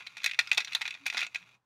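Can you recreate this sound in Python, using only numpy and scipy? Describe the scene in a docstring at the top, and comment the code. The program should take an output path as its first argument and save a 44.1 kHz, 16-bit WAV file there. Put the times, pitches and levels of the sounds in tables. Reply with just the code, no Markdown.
"""In a quiet room, close by, two plastic toy train cars are turned in the hands and knocked together.
Shells, loose wheels and axles click and rattle: each impact excites the normal modes of the same
hollow bodies, and the point of contact decides which are favoured. Between the clicks, friction of
fingers on plastic gives a faint rubbing. A low hum lies underneath, and all fades at the very end."""
import sys
import numpy as np
from scipy import signal
from scipy.fft import rfft, irfft
from scipy.io import wavfile

SR = 44100
rng = np.random.default_rng(int(sys.argv[2]) if len(sys.argv) > 2 else 0)


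def generate_wav(signal):
    """Clip the signal to [-1, 1] and save it as 16-bit WAV at the path in sys.argv[1]."""
    frames = np.transpose(np.atleast_2d(signal))
    scaled = np.clip(frames, -1, 1) * 32767
    pcm = np.round(scaled).astype(np.int16)
    wavfile.write(sys.argv[1], SR, pcm)


N = 72765

# spectrum of the still air: f/Hz, relative spectral level/dB
AIR_SPECTRUM = [(25, -17.5), (70, -3), (130, 5), (250, -4), (500, -7.5), (1000, 0), (2500, -15),
                (6000, -20), (15000, -32.5)]
# faint low tones: peak t/s, 1/e half-width/s, f/Hz, level/dB
LOW_TONES = [(1.033, 0.029, 278, -54), (1.424, 0.025, 178, -60.5)]
# envelope of the rubbing: t/s, level/dB
RUB_ENVELOPE = [(0, -45), (.05, -50.5), (.14, -52.5), (.21, -48.5), (.28, -51), (.37, -52), (.46, -46.5),
                (.56, -49.5), (.61, -38), (.64, -54), (.70, -44), (.79, -48), (.87, -43), (.95, -50.5),
                (.99, -54.5), (1.05, -54), (1.08, -41.5), (1.12, -47.5), (1.165, -37.5), (1.19, -34),
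                (1.245, -39.5), (1.285, -65), (1.33, -54.5), (1.39, -50.5), (1.45, -59), (1.48, -55),
                (1.555, -60.5), (1.61, -84)]
# spectrum of the slips: f/Hz, relative spectral level/dB
SLIP_SPECTRUM = [(200, -14.5), (500, -26.5), (800, -20), (1100, -10.5), (1400, -6), (1750, -14.5),
                 (2500, 4), (3100, -14.5), (3700, -8), (5200, -18), (7000, -19), (8000, -31), (12000, -32),
                 (15000, -42)]
# normal modes of the shells: f/Hz, level/dB, T60/s
SHELL_MODES = [(379, -37.5, 0.037), (721, -23.5, 0.05), (893, -21, 0.035), (1036, -22, .035),
               (1431, -12.5, 0.081), (1636, -10, 0.061), (1888, -4.5, 0.031), (2018, -2.5, 0.034),
               (2175, -8.5, .038), (2388, -4.5, 0.044), (2533.6, -1, 0.047), (2627, -10.5, 0.08),
               (3422, -3, 0.043), (3577, -3.5, 0.057), (3948, -5.5, 0.054), (4400, -13, 0.02),
               (4800, -12.5, 0.057), (5660, -9.5, 0.044), (6590, -14.5, 0.0325), (9100, -22.5, 0.039)]
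# impacts: t/s, level/dB, hollow-body weight/dB, hardness as treble/dB,
# first and second favoured f/Hz, their emphasis/dB
IMPACTS = [(.0055, -39.5, 10.5, -22, 2370, 1024, 8), (0.0218, -43, 5.5, -25, 2620, 3470, 3),
           (.0661, -38.5, 9, -1, 4040, 2550, 1.5), (.0694, -33, -12, 3, 3660, 3870, 15.5),
           (0.1691, -34.5, 6, 4, 2300, 2570, 7), (0.18, -38.5, 7, 4, 2490, 1860, 4),
           (0.2025, -41, -6, -5, 2520, 2430, 6), (.2177, -43, 3, -10, 2530, 2200, -3),
           (0.2331, -36, 2.5, 8, 3700, 4450, 0), (0.2423, -21, -2.5, 13.5, 4250, 3880, 7.5),
           (.245, -25.5, 0, -19, 2530, 1980, 3), (0.2607, -17, 1, 10.5, 1950, 2570, 8),
           (0.2766, -28.5, -22, -20, 1970, 2530, -6), (.2899, -35, -12, -17, 2150, 2000, 7),
           (0.296, -33, -18, -15, 2560, 2000, 2), (0.3124, -26.5, -26, -7.5, 2620, 2040, 5.5),
           (0.334, -32, -5, -4.5, 1960, 2580, 10.5), (0.345, -35, -7, -5, 2050, 2500, 6),
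           (0.352, -43, 2, -5, 2400, 2030, 16), (0.3896, -13.5, 8, -2, 1895, 2330, 11.5),
           (.3919, -16, 4.5, 9, 1940, 4380, 19.5), (0.4, -25, 16, 12, 2480, 1900, 16),
           (0.4097, -31.5, -27, -2, 2630, 3400, 0), (0.4729, -34, -11, 0, 4750, 1435, 15),
           (.492, -46.5, 6, 7, 2490, 3620, -9), (.5152, -13, 2, 3.5, 2640, 2544, 16.5),
           (.517, -25, 5.5, -7, 2640, 1900, -1), (0.5294, -27, 6, 7, 3600, 6700, 5.5),
           (0.5387, -42, 4, -2.5, 2600, 1435, 8.5), (.5467, -33.5, 13, 12.5, 3700, 6600, 10.5),
           (0.574, -22.5, 20.5, 11, 3370, 4600, 14.5), (0.5775, -16, -7, 6.5, 3590, 4630, 6),
           (.581, -18, 15, 0.5, 2600, 370, 15), (.5954, -31.5, -8, 6, 2450, 2520, 8),
           (0.6036, -25.5, -16, -7.5, 2535, 3620, -1), (0.6104, -33.5, -12, -6.5, 2535, 3990, -4),
           (0.6194, -35.5, 3, -17.5, 3920, 2370, 7), (0.6466, -31, -15, 8, 3770, 5490, 15.5),
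           (0.6736, -35.5, 0, -6.5, 1630, 4020, 9), (0.68, -37, 12, 7, 3560, 1770, 17),
           (.7223, -31, -4, 2, 2450, 2150, 10), (.7316, -29.5, -16, 5, 2340, 3990, 6),
           (.7492, -18.5, 17, 16, 3520, 3760, 10), (.7511, -20, 4, -1, 3880, 4355, 26.5),
           (0.7662, -34.5, 15, -3, 3860, 1420, 11), (.8108, -32.5, 11, 2, 2180, 892, 14.5),
           (0.8159, -23.5, -4, 4.5, 2200, 3520, 2), (.8237, -29.5, 1, 0, 2190, 904, 24),
           (0.8538, -27, 10.5, -6.5, 2120, 2340, 13.5), (0.862, -30, 12, 8, 3870, 2450, 10),
           (0.8777, -27, 5, 3, 3550, 2320, 1.5), (0.8887, -45, -4, -1.5, 2260, 2535, 8),
           (0.9065, -30, -11, 4, 2430, 2580, 10.5), (.925, -38.5, 0, 1, 2500, 2650, 17.5),
           (0.9403, -37.5, -5, -2, 2670, 3620, 9), (0.9491, -38, 11.5, -7, 2510, 880, 3.5),
           (0.973, -51, 10, -2, 1900, 1650, 13), (1.0566, -37.5, 8, 4, 2370, 1435, -5),
           (1.0622, -25.5, 2, 2.5, 2180, 870, 12), (1.065, -22.5, 11, 23.5, 2400, 1488, 17),
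           (1.0726, -33.5, -8, 4, 2540, 890, 8), (1.0797, -31.5, -16, 7.5, 2490, 2390, 8),
           (1.0999, -24, -4, -0.5, 2380, 2280, 5), (1.126, -33.5, 15, 2, 2410, 880, 2.5),
           (1.1364, -38.5, 1, 9, 2610, 2390, -2.5), (1.146, -28.5, 17, 1, 2380, 1435, 8),
           (1.1697, -24.5, 7.5, 0, 1435, 1980, 10.5), (1.1765, -23.5, 9, -1, 4770, 6500, 7),
           (1.18, -26.5, 7, -5.5, 2570, 1435, -25), (1.1911, -24.5, 2, 3, 2030, 2580, 7),
           (1.1993, -34.5, 2, 7, 2550, 3450, 6), (1.2062, -28, -4, 5, 2500, 1435, 1),
           (1.2153, -22, 7, 4, 2490, 2535, 16), (1.2266, -26.5, 5.5, -6, 2430, 1410, 8),
           (1.232, -30, -3, 7, 2450, 2535, 4.5), (1.24, -38, -7, -1, 2420, 2600, 11),
           (1.2473, -32.5, 6, -2.5, 2300, 2420, 7), (1.266, -34, 15, 4.5, 2530, 6700, 12.5),
           (1.3464, -28.5, 5, 4.5, 2520, 2390, 8.5), (1.3566, -23, 3.5, -9, 2510, 2560, 12.5),
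           (1.361, -38, -4, 2.5, 1420, 6740, 14), (1.4268, -48, 4, -5, 2500, 3450, 7)]
# the crack of many overlapping short modes: f/Hz, relative spectral level/dB
CRACK_SPECTRUM = [(150, -46.5), (330, -38), (550, -45), (760, -18), (1200, -10), (1600, -11), (1900, 3),
                  (2450, 8), (3000, -9), (3700, 7.5), (4500, -6.5), (5200, -5.5), (6700, -10.5),
                  (7800, -18.5), (9500, -23), (12000, -25), (15500, -41.5)]
# decay of the crack: f/Hz, T60/s
CRACK_T60 = [(300, 0.07), (2500, 0.037), (6000, 0.038), (14000, 0.027)]
# spectrum of the reverberation: f/Hz, relative spectral level/dB
ROOM_SPECTRUM = [(200, -1.8), (1000, 0.98), (2500, 0.71), (6000, -3), (15000, -2.9)]
# reverberation time: f/Hz, T60/s
ROOM_T60 = [(200, .3), (2500, 0.11), (14000, 0.26)]
# overall gain, constant until the closing fade: t/s, gain/dB
FADE = [(1.555, -5), (1.595, -15.5), (1.65, -18)]

AIR_DB, HUM_DB, HUM_HZ = -66.5, -74, 120
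SLIPS_PER_S, SLIP_SPREAD_DB, RUB_RING_DB = 2500, 3.5, -9
BODY_HZ, TREBLE_HZ, FAVOUR_OCTAVES = 1370, 5200, 0.084
CRACK_DB, MODES_DB, MODE_SCATTER_DB = 0.5, -0.5, 1.5
GRIP_DETUNE = 0.014  # the grip shifts each mode a little from one impact to the next
ATTACK_S, ONSET_WINDOW_S = 0.00053, 0.006
SNAP_DB, SNAP_S = -6.5, 0.0031  # the struck spot sounds before the ring spreads through the shell
LOW_CUT_HZ, CUTOFF_HZ = 210, 16200
ROOM_DB, ROOM_DELAY_S = -18.5, 0.0086


def from_db(db):
    """Amplitude ratio of a level in decibels."""
    return 10 ** (np.asarray(db) / 20)


def unit_rms(x, span=None):
    """Normalise to unit rms, taken over the first span samples if given."""
    return x / np.sqrt(np.mean(x[:span] ** 2) + 1e-20)


def in_time(rows):
    """Linear interpolation of a time table at every sample."""
    return np.interp(np.arange(N) / SR, *np.transpose(rows))


def at_hz(points, hz):
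    """Interpolation of a table on a log-frequency axis."""
    f, value = np.transpose(points)
    return np.interp(np.log(np.maximum(hz, 1)), np.log(f), value)


def coloured(x, spectrum):
    """Filtering as multiplication of spectra; the result has unit rms."""
    gain = from_db(at_hz(spectrum, np.fft.rfftfreq(N, 1 / SR)))
    return unit_rms(irfft(rfft(x) * gain, N))


def noise_bands(size):
    """White noise resolved into quarter-octave bands: centre frequencies and signals."""
    edges = 140 * 2 ** (np.arange(29) / 4)
    white = rng.standard_normal((2, size + 2000))
    bands = [signal.sosfilt(signal.butter(2, pair, "band", fs=SR, output="sos"), white[k % 2])[-size:]
             for k, pair in enumerate(zip(edges, edges[1:]))]
    return np.sqrt(edges[1:] * edges[:-1]), np.array(bands)


def decays(level_db, t60, t):
    """Exponential damping: one envelope a row, each falling 60 dB in its T60."""
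    return from_db(level_db[:, None] - 60 * t / t60[:, None])


def background():
    """Superposition of air noise, sinusoidal mains hum and two low tones with Gaussian envelopes."""
    t = np.arange(N) / SR
    air = from_db(AIR_DB) * coloured(rng.standard_normal(N), AIR_SPECTRUM)
    hum = from_db(HUM_DB) * np.sqrt(2) * np.sin(2 * np.pi * HUM_HZ * t)
    tones = sum(from_db(db) * np.exp(-((t - peak) / width) ** 2) * np.sin(2 * np.pi * hz * t)
                for peak, width, hz, db in LOW_TONES)
    return air + hum + tones


def resonator(force, hz, t60):
    """A damped harmonic oscillator: each impulse starts a decaying sinusoid."""
    r, w = from_db(-60 / (t60 * SR)), 2 * np.pi * hz / SR
    return signal.lfilter([0, np.sin(w)], [1, -2 * r * np.cos(w), r * r], force + 1e-18)


def rubbing():
    """Stick-slip friction: plastic slides under the fingers in tiny random slips that drive the shells."""
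    sizes = from_db(SLIP_SPREAD_DB * np.minimum(rng.exponential(1, N), 4)) * rng.choice([-1, 1], N)
    slips = sizes * (rng.random(N) < SLIPS_PER_S / SR)
    ringing = sum((-1) ** k * from_db(db) * resonator(slips, hz, t60)
                  for k, (hz, db, t60) in enumerate(SHELL_MODES))
    friction = coloured(slips, SLIP_SPECTRUM) + from_db(RUB_RING_DB) * unit_rms(ringing)
    return from_db(in_time(RUB_ENVELOPE)) * unit_rms(friction)


def impact_gain(hz, body_db, treble_db, first_hz, second_hz, favour_db):
    """Modal coupling: a harder contact drives more treble, and the spot struck weights two resonances."""
    body = body_db / (1 + (hz / BODY_HZ) ** 6)
    treble = treble_db * np.log10(1 + (hz / TREBLE_HZ) ** 4) ** .5
    octaves_away = np.minimum(abs(np.log2(hz / first_hz)), abs(np.log2(hz / second_hz)))
    return from_db(body + treble + favour_db * np.exp(-(octaves_away / FAVOUR_OCTAVES) ** 2))


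def clicks():
    """Free vibration after impact: overlapping modes merge into a crack, separate ones ring as tones."""
    size, onset = SR // 16, int(ONSET_WINDOW_S * SR)
    t, out = np.arange(size) / SR, np.zeros(N + size)
    band_hz, bands = noise_bands(size=N // 2)
    crack_decays = decays(at_hz(CRACK_SPECTRUM, band_hz), at_hz(CRACK_T60, band_hz), t)
    band_norms = np.linalg.norm(crack_decays, axis=1) * bands.std(axis=1)
    mode_hz, mode_db, t60 = np.transpose(SHELL_MODES)
    mode_decays = decays(mode_db, t60, t)
    attack = np.minimum(t / ATTACK_S, 1) * (1 + from_db(SNAP_DB) * np.exp(-t / SNAP_S))
    for time, db, *timbre in IMPACTS:
        offset = rng.integers(N // 2 - size)
        bursts = crack_decays * bands[:, offset:offset + size]
        balance = band_norms / np.linalg.norm(bursts, axis=1)  # each band gets its set share of energy
        crack = (impact_gain(band_hz, *timbre) * balance) @ bursts
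        scatter, detune, phase = rng.standard_normal((3, len(SHELL_MODES), 1))
        waves = np.sin(2 * np.pi * (mode_hz[:, None] * (1 + GRIP_DETUNE * detune) * t + phase))
        modes = impact_gain(mode_hz, *timbre) @ (from_db(MODE_SCATTER_DB * scatter) * mode_decays * waves)
        click = from_db(CRACK_DB) * unit_rms(crack, onset) + from_db(MODES_DB) * unit_rms(modes, onset)
        start = int(time * SR)
        out[start:start + size] += from_db(db) * unit_rms(attack * click, onset)
    return out[:N]


def reverberation(x):
    """A small room's diffuse field: convolution with decaying noise, shortest in the low treble."""
    hz, bands = noise_bands(size=SR // 2)
    t = np.arange(SR // 2) / SR
    envelopes = decays(at_hz(ROOM_SPECTRUM, hz), at_hz(ROOM_T60, hz), t)
    tail = (bands * envelopes).sum(0) * (t > ROOM_DELAY_S)
    return from_db(ROOM_DB) * signal.fftconvolve(x, tail / np.linalg.norm(tail))[:N]


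def scene():
    """Direct sound, reverberation and background add; the small shells radiate bass poorly."""
    radiation = signal.butter(2, LOW_CUT_HZ, "high", fs=SR, output="sos")
    cars = signal.sosfilt(radiation, clicks() + rubbing())
    return (cars + reverberation(cars) + background())[None]


def record(dry):
    """Attenuation and band limiting: the sound fades at the end, and a low-pass cuts the top treble."""
    low_pass = signal.ellip(10, .1, 80, CUTOFF_HZ, fs=SR, output="sos")
    return signal.sosfilt(low_pass, dry * from_db(in_time(FADE)))


dry = scene()
out = record(dry)
generate_wav(out)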